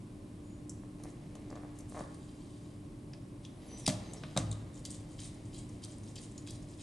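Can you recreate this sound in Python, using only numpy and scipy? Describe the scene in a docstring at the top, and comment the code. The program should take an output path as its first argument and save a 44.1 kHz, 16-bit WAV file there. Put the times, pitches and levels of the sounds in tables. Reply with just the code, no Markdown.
"""A screwdriver works a terminal screw in the plastic terminal box of a large, still fan.
First a hand arranges the wires, which tick on contact and creak by stick-slip friction. The blade slips
twice, and its impacts excite the normal modes of blade, box and wire guard. It then grates in short
turns, each a swell of tiny frictional slips. The room reverberates, and a workshop rumbles and hums
faintly behind."""
import sys
import numpy as np
from scipy import signal
from scipy.fft import rfft, irfft
from scipy.io import wavfile

SR = 44100
rng = np.random.default_rng(int(sys.argv[2]) if len(sys.argv) > 2 else 0)


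def master(y):
    """Save y as 16-bit WAV."""
    cut = np.clip(np.atleast_2d(y).T, -1, 1)
    pcm = np.round(cut * 32767)  # scale
    wavfile.write(sys.argv[1], SR, pcm.astype(np.int16))


N = 300762
TIME = np.arange(N) / SR

# Turns of the wrist, about three a second. Each row: start in seconds, regrip level in dB, bite level
# in dB, wait until the thread rasps loudest in seconds, thread level in dB, slot pitch in Hz.
TURNS = [(4.84, -62, -61, 0.11, -51.5, 4720), (5.182, -65, -56.5, 0.077, -48, 4720),
         (5.53, -70, -59.5, 0.065, -55, 4780), (5.819, -70, -56, 0.11, -57.5, 4760),
         (6.153, -61.5, -58, 0.091, -53.5, 4750), (6.464, -66, -54.5, 0.094, -59.5, 4920),
         (6.787, -65.5, -57, 0.074, -52, 4850)]
# Light sliding strokes: metal over wire or terminal, and near 1.9 s a sleeve brushing as the arm swings. Each
# row: start in seconds, length in seconds, # level in dB, brightness from 0 to 1.
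SCRAPES = [(1.076, 0.042, -66, 1), (1.75, 0.054, -67, 1), (1.881, 0.18, -62.5, 0.8),
           (1.954, 0.83, -70, 0.45), (3.43, 0.038, -64, 0.4), (3.6, 0.47, -65.5, 0.13),
           (3.773, 0.04, -55.5, 1), (3.98, 0.6, -66, 0.14), (6.033, 0.011, -58, 0.9)]
# Resonances of blade and screw. Each row: ratio to the slot pitch, width in Hz, relative level in dB.
SLOT_MODES = [(0.666, 200, 4), (.81, 260, 4), (1, 240, 5.5)]
# Dull friction of the blade in the slot. Each row: frequency in Hz, relative gain in dB.
SLOT_SPECTRUM = [(600, -9), (1800, 4), (2500, 3), (3200, -13), (3600, 11.5), (4200, 7), (4800, -9.5),
                 (5500, -1), (6500, -1), (8600, 5), (11500, -36)]
# Bright friction of the screw thread. Each row: frequency in Hz, relative gain in dB.
THREAD_SPECTRUM = [(600, -44), (2000, -13.5), (3500, -8.5), (5000, -6.5), (6000, -1.5), (7200, 2.5),
                   (7900, -0.5), (9000, 3.5), (10000, -5), (11000, -8), (11700, -58)]
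# The blade skids and lands. Each row: start in seconds, crack level in dB, lower and upper band edges
# in Hz, relative clang level in dB, contact (0 skid, 1 first landing, 2 second landing).
BLADE_SLIPS = [(3.86, -53, 2000, 10000, -12, 0), (3.864, -35, 2130, 9600, 2.5, 0),
               (3.877, -28.5, 3240, 9660, -0.5, 1), (3.8809, -38.5, 654, 9300, -18, 1),
               (3.89, -43, 1680, 9300, -7, 1), (3.892, -43, 1700, 9400, -18, 0),
               (3.8976, -37, 1480, 8000, -22, 0), (4.3646, -41, 500, 5500, -17, 2),
               (4.3739, -33.5, 790, 8650, 1, 2), (4.388, -40.5, 6000, 9350, -18, 2)]
# Modes of the blade. Each row: frequency in Hz, relative levels in dB at contacts 0, 1 and 2.
BLADE_MODES = [(2050, -54, -28.5, -48), (2480, -30.5, -56, -29), (3290, -52, -29, -35),
               (3810, -26.5, -25, -18), (4770, -38, -22, -42), (5080, -23, -33, -27), (5820, -40, -27, -48),
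               (6090, -39, -41, -24), (6900, -37, -33, -32), (7500, -42, -38, -24), (7860, -42, -22.5, -42),
               (8600, -27.5, -26, -26), (9250, -31, -35, -29.5)]
# Blows that shake the whole box. Each row: start in seconds, level in dB, struck place (0 or 1).
KNOCKS = [(2.0094, -23, 1), (3.13, -34, 0), (3.878, 0, 0), (4.1350, -24, 0), (4.2366, -18.5, 0),
          (4.3641, -6.5, 1), (4.3738, -4, 1)]
# Modes of the box and its mount. Each row: frequency in Hz, 60 dB decay time in seconds,
# relative levels in dB when struck at places 0 and 1.
BOX_MODES = [(63.9, 1.6, -47, -35), (104.2, 0.96, -39, -36), (113.1, 1.1, -52, -47.5), (119, 0.8, -35, -34),
             (152, 0.062, -21.5, -15), (162.3, 1.1, -43, -31), (184.6, 0.72, -37.5, -46),
             (240, 0.015, -13.5, -24), (243, 0.32, -33, -37.5), (269.4, 0.42, -51, -35.5),
             (313.4, 0.41, -40.5, -43.5), (555, 0.066, -30, -25.5), (560, 0.18, -37, -58),
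             (610, 0.3, -39, -57), (658, 0.027, -23, -22), (787, 0.015, -23, -22), (1025, 0.049, -38, -36),
             (1180, 0.018, -33.5, -26.5), (1402, 0.18, -72, -43.5)]
# Modes of the wire guard. Each row: frequency in Hz, 60 dB decay time in seconds, relative level in dB.
GUARD_MODES = [(4830, 0.44, -55), (5000, 0.33, -59), (5200, .45, -54), (6200, 0.36, -56), (7914, 0.38, -60),
               (8900, 0.49, -42)]
# Light contacts of metal, wire and plastic. Each row: start in seconds, level in dB, lower and upper
# band edges in Hz, pitch of the touched part in Hz, gain of its resonance in dB.
CLICKS = [(0.695, -43.5, 5340, 9600, 7700, 2), (1.0358, -51.5, 4200, 11000, 6300, -5),
          (1.353, -55, 2480, 10800, 6300, 5), (1.503, -57, 4400, 8200, 6700, -4),
          (1.555, -58, 2500, 8000, 3980, 8), (1.7878, -53, 6000, 11300, 9500, -7),
          (1.7905, -60, 5500, 10600, 9000, -4), (1.8054, -56.5, 4500, 9500, 6140, 2),
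          (1.8962, -56, 7040, 11400, 9500, -2), (1.9915, -52.5, 3480, 9300, 6100, 3),
          (2.144, -56.5, 3000, 10800, 8750, 8), (3.1333, -51.5, 1540, 5870, 5070, 5),
          (3.4505, -49.5, 1890, 7100, 3500, 6), (3.783, -60, 5500, 10500, 8600, 0),
          (3.796, -54, 6500, 11500, 10000, 0), (4.135, -45.5, 6300, 10200, 7960, 4),
          (4.2359, -43, 800, 3900, 3340, -18), (4.513, -43, 6200, 9600, 8400, 2),
          (4.515, -48, 3300, 4540, 3740, 15), (4.527, -50, 2930, 9500, 3700, -4),
          (4.8518, -40.5, 3000, 9900, 4640, 6), (4.8605, -48, 6000, 10000, 7640, 7),
          (4.904, -44, 4430, 9600, 8550, 11), (4.9127, -44.5, 5040, 9800, 8540, 16),
          (4.9454, -51, 3500, 10000, 8500, 5), (5.191, -51.5, 1190, 7000, 3120, 12),
          (5.202, -48.5, 4400, 9700, 8700, 10), (5.5423, -56, 4000, 10500, 7100, 4),
          (5.838, -46, 3000, 10300, 4900, 6), (5.8469, -47, 4000, 10100, 8700, 10),
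          (6.157, -49, 3000, 9800, 7250, 5), (6.162, -51.5, 2800, 8500, 3180, 19),
          (6.18, -50.5, 2800, 6000, 4550, 19), (6.3787, -47, 3670, 9400, 6800, 10),
          (6.4734, -49.5, 1180, 8900, 3400, -3), (6.5066, -46.5, 4230, 10100, 8890, -10)]
# A stiff wire slipping in its seat. Each row: start in seconds, initial level in dB, nominal length
# in seconds, initial slips per second.
CREAKS = [(0.835, -44.5, .004, 73), (1.04, -50, .004, 120), (1.056, -37, .004, 170),
          (1.355, -39.5, .004, 100), (1.501, -39, .03, 78), (1.555, -38.5, .02, 105),
          (1.621, -44, .004, 127), (1.634, -39.5, .02, 68), (1.923, -39, .004, 97),
          (1.946, -34.5, .048, 175), (2.008, -32, .004, 70)]
# Box modes excited by a creak. Each row: frequency in Hz, 60 dB decay time in seconds,
# relative level in dB.
CREAK_MODES = [(317, 0.018, -5), (576, 0.04, -1), (717, 0.0087, 11.5), (1065, 0.015, 3),
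               (1700, 0.0054, 0.5)]
# Finger strokes over wires and box. Each row: start in seconds, length in seconds, relative level in dB.
RUBS = [(0.983, 0.11, -56), (1.125, 0.75, -61), (1.948, 0.058, -53.5), (3.654, 0.54, -57.5)]
# Friction of skin. Each row: frequency in Hz, relative gain in dB.
RUB_SPECTRUM = [(250, -3), (520, 3), (1150, -9), (1500, -19), (2100, -9), (2700, -16.5), (6000, -19.5),
                (12000, -30)]
# Faint thin squeaks. Each row: start in seconds, length in seconds, first, middle and last pitch in Hz,
# level in dB.
SQUEAKS = [(.43, 0.17, 6870, 6850, 6930, -72), (3.536, 0.13, 9600, 10650, 11600, -73),
           (3.682, 0.14, 6090, 5994, 6160, -57), (3.656, 0.087, 10160, 10010, 10300, -64),
           (3.776, 0.1, 10150, 10380, 10150, -67), (3.816, 0.06, 5700, 5660, 5500, -59),
           (4.04, 0.17, 6440, 6230, 6200, -64.5), (4.167, 0.025, 5450, 5530, 5420, -59.5)]
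# Rumble and hiss of the workshop. Each row: frequency in Hz, relative gain in dB.
AIR_SPECTRUM = [(12, -38), (32, -2.5), (75, -6.5), (125, 0), (240, -5), (340, -7.5), (470, -19.5),
                (800, -26), (1400, -35), (2200, -35.5), (6500, -41), (8800, -37.5), (12000, -47.5),
                (15000, -90)]
# Envelope of the machine hum. Each row: time in seconds, relative level in dB.
HUM_LEVELS = [(0, -54.5), (.85, -50.5), (2.3, -53), (3.6, -56), (6.82, -55)]
# Envelope of a low drone that swells late. Each row: time in seconds, level in dB.
DRONE_LEVELS = [(0, -55), (3.8, -58.5), (4.7, -53), (6.82, -54)]
# Broad bands of machine noise. Each row: centre in Hz, width in Hz, level in dB.
MACHINE_BANDS = [(311, 52, -70), (587, 78, -70.5), (1068, 150, -75), (9650, 440, -81)]
# Reverberation of the room. Each row: frequency in Hz, 60 dB decay time in seconds.
ROOM_DECAY = [(100, 1), (500, 0.7), (1500, 0.99), (4000, 0.67), (8000, 0.43), (12000, 0.41)]
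# Likeness of left and right in the diffuse field. Each row: frequency in Hz, coherence from 0 to 1.
COHERENCE = [(30, 1), (70, 1), (150, 1), (350, 0.85), (700, 0.39), (1500, 0.12), (4000, 0.64), (10000, 1)]


def screw_grating(chatter_db=0.9, sing_db=4, wander=0.023, drag_db=-76.5):
    """Sliding friction: swells of tiny slips, dull and resonant in the slot, bright in the thread."""
    slips = grains(600, 0.64)
    # The blade seats differently on each turn.
    slot_hz = np.interp(TIME, [row[0] for row in TURNS], [row[-1] for row in TURNS])
    sing = unit(sum(amp(db) * unit(resonate(slips, ratio * slot_hz * (1 + wander * narrow(0, 33)), width))
                    for ratio, width, db in SLOT_MODES))
    grind = colour(grit(900, 1.6, width_hz=470), SLOT_SPECTRUM)
    dull = unit(grind + amp(sing_db) * sing)
    bright = colour(grit(2200, 0.73, width_hz=520), THREAD_SPECTRUM)
    strokes = [(amp(db) * swell(s, length), share) for s, length, db, share in SCRAPES]
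    strokes += [stroke for row in TURNS for stroke in wrist_turn(*row[:-1])]
    strokes += [(amp(drag_db) * (TIME > TURNS[0][0]), 0.64)]  # faint drag from the first turn on
    dull_power = sum(level ** 2 * (1 - share) for level, share in strokes)
    bright_power = sum(level ** 2 * share for level, share in strokes)
    chatter = amp(chatter_db * narrow(0, 140))
    return chatter * (np.sqrt(dull_power) * dull + np.sqrt(bright_power) * bright)


def wrist_turn(s, regrip_db, bite_db, wait, thread_db, rise_s=0.039, fall_s=0.014, ease_db=-61):
    """Friction follows motion: one turn is four strokes, each an envelope and a brightness."""
    from_peak = TIME - s - wait
    thread = np.exp(np.minimum(from_peak / rise_s, -from_peak / fall_s))
    return [(amp(regrip_db) * swell(s - 0.11, 0.079), 0.79),  # the blade slides back
            (amp(bite_db) * swell(s, 0.047), 0.19),  # it grinds into the slot
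            (amp(thread_db) * thread, 0.88),  # the screw moves
            (amp(ease_db) * swell(s + 0.159, 0.012), 1)]  # a scuff as the wrist lets go


def grit(per_s, spread_db, width_hz, low_hz=2200, high_hz=10800, count=16):
    """Surface roughness: tiny slips at many spots, each exciting a brief resonance of its own."""
    pitches = np.linspace(low_hz, high_hz, count) + width_hz * rng.uniform(-0.48, .5, count)
    return sum(signal.lfilter(*signal.iirpeak(hz, hz / width_hz, fs=SR), grains(per_s / count, spread_db))
               for hz in pitches)


def blade_slips(clang_gain_db=-1, clang_t60=0.014, rise_s=0.00057):
    """Impact on metal: each skid or landing cracks and excites blade modes that the hand damps."""
    cracks, clangs = np.zeros((2, N))
    for s, db, low, high, clang_db, contact in BLADE_SLIPS:
        add(cracks, s, amp(db) * impact(low, high, t60=0.013, ring_db=-17.5, ring_t60=0.2, echo=0.42))
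        clang = ring([(hz, clang_t60, dbs[round(contact)]) for hz, *dbs in BLADE_MODES], .1)
        onset = 1 - np.exp(-TIME[:len(clang)] / rise_s)
        add(clangs, s, amp(clang_db + clang_gain_db) * clang * onset)
    return cracks, clangs


def box_knocks(shudder_depth=.4, shudder_hz=28, shudder_rise_s=.08, guard_db=(-12, -13)):
    """Modal vibration: each blow makes the box thud, then shudder, while the guard wires ring thinly."""
    box, guard = np.zeros((2, N))
    unrest = narrow(0, shudder_hz) + 1j * narrow(0, shudder_hz)
    for s, db, place in KNOCKS:
        side = int(place > .5)
        thud = ring([(hz, t60, dbs[side]) for hz, t60, *dbs in BOX_MODES], 1.0)
        depth = shudder_depth * (1 - np.exp(-TIME[:len(thud)] / shudder_rise_s))
        shudder = (1 + depth * unrest[int(s * SR):][:len(thud)]) / np.sqrt(1 + 2 * depth ** 2)
        add(box, s, amp(db) * (signal.hilbert(thud) * shudder).real)
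        add(guard, s, amp(db + guard_db[side]) * ring(GUARD_MODES, 1))
    bass_cut = signal.butter(2, 45, "high", fs=SR, output="sos")  # too small to radiate deep bass
    return signal.sosfilt(bass_cut, box), guard


def terminal_clicks(part_width_hz=330):
    """Resonance: wires and blade tip touch the terminals, and each small part rings at its own pitch."""
    out = np.zeros(N)
    for s, db, low, high, hz, part_db in CLICKS:
        tick = impact(low, high, t60=0.0027, ring_db=-29, ring_t60=0.072, echo=0.64)
        rung = signal.lfilter(*signal.iirpeak(hz, hz / part_width_hz, fs=SR), tick)
        add(out, s, amp(db) * unit(tick + amp(part_db) * rung) * tick.std())
    return out


def impact(low_hz, high_hz, t60, ring_db, ring_t60, echo, echo_s=0.00242, rise_s=0.0004):
    """A brief contact is broadband: a dense crack, a weak after-ring and a reflection off the box."""
    t = np.arange(SR // 8) / SR
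    envelope = (amp(-60 * t / t60) + amp(ring_db - 60 * t / ring_t60)) * (1 - np.exp(-t / rise_s))
    envelope += echo * np.interp(t - echo_s, t, envelope)
    band = signal.butter(4, (low_hz, high_hz), "band", fs=SR, output="sos")
    burst = signal.sosfilt(band, envelope * rng.standard_normal(len(t)))
    return burst / np.sqrt(np.sum(burst ** 2) / (SR / 200))  # the energy of 5 ms at rms 1


def wire_creaks(soft_hz=2150, jitter=0.057, uneven_db=3.4, grow_db_per_s=40, slowing_per_s=2.29):
    """Stick-slip friction: a bending wire knocks the box in uneven slips that grow and spread apart."""
    out = np.zeros(N)
    slip = sum(ring([mode], .05) for mode in CREAK_MODES)  # modes start in phase: a sharp knock
    slip = signal.sosfilt(signal.butter(4, soft_hz, fs=SR, output="sos"), slip)  # insulation dulls it
    slip /= abs(slip).max()
    for s, db, length, rate in CREAKS:
        for at, (late, size) in zip(np.arange(0, length, 1 / rate), rng.standard_normal(size=(16, 2))):
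            when = s + at * (1 + slowing_per_s * at) + jitter * late / rate
            add(out, when, -amp(db + uneven_db * size + grow_db_per_s * at) * slip)
    return out


def finger_rubbing(gain_db=-3, grip_s=3.46, grip_rise_s=0.17, ease_db_per_s=-1.5):
    """Skin friction: fine, even grains in soft strokes, then an easing grip on the terminal block."""
    held = np.maximum(TIME - grip_s, 0)
    grip = np.minimum(held / grip_rise_s, 1) * amp(-60 + ease_db_per_s * held)
    power = grip ** 2 + sum((amp(db) * swell(s, length, shape=0.13)) ** 2 for s, length, db in RUBS)
    return amp(gain_db) * np.sqrt(power) * colour(grains(per_s=1500, spread_db=2.2), RUB_SPECTRUM)


def squeaks(waver=0.002):
    """Frequency modulation: near-pure high tones bend through three pitches and waver a little."""
    out, drift = np.zeros(N), narrow(0, 120)
    for s, length, *pitches, db in SQUEAKS:
        progress = np.linspace(0, 1, int(length * SR))
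        glide = np.polyval(np.polyfit([0, .5, 1], pitches, 2), progress)
        hz = glide * (1 + waver * drift[int(s * SR):][:len(progress)])
        arch = abs(np.sin(np.pi * progress)) ** 0.38
        add(out, s, amp(db) * arch * np.sin(2 * np.pi * np.cumsum(hz) / SR))
    return out


def workshop(air_db=-49, hum_hz=296.9, hum_gain_db=1.0, waver=0.18, drone_hz=106.0):
    """Superposition: diffuse rumble and hiss, a steady machine hum, and a low drone that swells late."""
    air = diffuse(*(colour(rng.standard_normal(N), AIR_SPECTRUM) for _ in range(2)))
    hum = np.sin(2 * np.pi * hum_hz * TIME) + waver * narrow(hum_hz, 5)
    hum *= amp(np.interp(TIME, *np.transpose(HUM_LEVELS)) + hum_gain_db)
    drone = narrow(drone_hz, 24) * amp(np.interp(TIME, *np.transpose(DRONE_LEVELS)))
    murmurs = [sum(amp(db) * narrow(hz, width) for hz, width, db in MACHINE_BANDS) for _ in range(2)]
    return amp(air_db) * air + hum + drone + diffuse(*murmurs)


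def room(x, early_db=-3, early_t60=0.1):
    """Reverberation: a quick cluster of reflections from bench and fan, then the room's tail."""
    hz, t, spectra = signal.stft(rng.standard_normal((2, SR)), SR, nperseg=256)
    spectra *= amp(-60 * t / read(ROOM_DECAY, hz)[:, None]) + amp(early_db - 60 * t / early_t60)
    tails = signal.istft(spectra, SR, nperseg=256)[1]
    tails[:, :SR // 200] = 0  # the first reflection arrives after 5 ms
    return diffuse(*(signal.fftconvolve(x, tail / np.linalg.norm(tail))[:N] for tail in tails))


def diffuse(mid, other):
    """Partial coherence: two unrelated sounds become the left and right of a diffuse field."""
    same = np.clip(read(COHERENCE, np.fft.rfftfreq(N, 1 / SR)), 0, 1)
    side = irfft(rfft(other) * np.sqrt((1 - same) / (1 + same)), N)
    return np.array([mid + side, mid - side])


def near_left(x, left_db, lead_s=.00001):
    """Localisation: a near source a little to the left arrives there louder and sooner."""
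    shift = np.exp(1j * np.pi * np.fft.rfftfreq(N, 1 / SR) * lead_s)
    return irfft(rfft(x) * np.array([amp(left_db) * shift, amp(-left_db) / shift]), N)


def ring(modes, length):
    """Free decay of modes given as (Hz, t60, dB); neighbours swing in opposite phase."""
    t = np.arange(int(length * SR)) / SR
    return sum((-1) ** k * amp(db - 60 * t / t60) * np.sin(2 * np.pi * hz * t)
               for k, (hz, t60, db) in enumerate(modes))


def resonate(x, hz, width):
    """Forced vibration of a resonance that follows the curve hz."""
    spin = np.exp(2j * np.pi * np.cumsum(hz) / SR)
    pole = np.exp(-np.pi * width / SR)
    return 2 * (spin * signal.lfilter([1 - pole], [1, -pole], x / spin + 1e-18)).real


def grains(per_s, spread_db):
    """Shot noise: a random train of tiny impacts of uneven size."""
    size = amp(spread_db * np.minimum(rng.exponential(1, N), 4))
    return size * rng.standard_normal(N) * (rng.random(N) < per_s / SR)


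def narrow(hz, width):
    """Narrowband noise at rms 1; centred on 0 Hz it is a random drift."""
    f = np.fft.rfftfreq(N, 1 / SR)
    return unit(irfft(rfft(rng.standard_normal(N)) / (1 + ((f - hz) / (width / 2)) ** 2), N))


def swell(s, length, shape=0.36):
    """The envelope of one hand stroke: an arch from rest to rest."""
    return np.sin(np.pi * np.clip((TIME - s) / length, 0, 1)).clip(0) ** shape


def colour(x, points):
    """Linear filtering by a gain curve, scaled to rms 1."""
    return unit(irfft(rfft(x) * amp(read(points, np.fft.rfftfreq(N, 1 / SR))), N))


def read(points, hz):
    """Interpolation of a table on a log-frequency axis."""
    f, value = np.transpose(points)
    return np.interp(np.log(hz + 1), np.log(f + 1), value)


def add(mix, s, sound):
    """Superposition of a sound on the mix, from s seconds."""
    part = mix[max(round(s * SR), 0):][:len(sound)]
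    part += sound[:len(part)]


def amp(db):
    """Decibels to amplitude ratio."""
    return 10 ** (np.asarray(db) / 20)


def unit(x):
    """Normalisation to rms 1."""
    return x / np.sqrt(np.mean(x ** 2) + 1e-20)


def scene():
    """Direct and reverberant fields add over the workshop; the guard's ring is heard only directly."""
    ticks = terminal_clicks()
    handling = wire_creaks() + finger_rubbing()
    scrape = screw_grating() + squeaks()
    box, guard = box_knocks()
    crack, clang = blade_slips()
    echoes = room(amp(-8.5) * ticks + amp(-11) * crack + amp(-22) * clang
                  + amp(-8) * box + amp(-5.5) * handling + amp(-4.5) * scrape)
    metal = near_left(ticks + crack + clang + guard + scrape, left_db=.55)
    plastic = near_left(box + handling, left_db=0.33)
    return metal + plastic + echoes + workshop()


def record(dry, edge_hz=11950):
    """Band limiting: a steep low-pass filter removes the highest treble."""
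    low_pass = signal.firwin(301, edge_hz, window=("kaiser", 8), fs=SR)
    return signal.oaconvolve(dry, low_pass[None], "same")


dry = scene()
out = record(dry)
master(out)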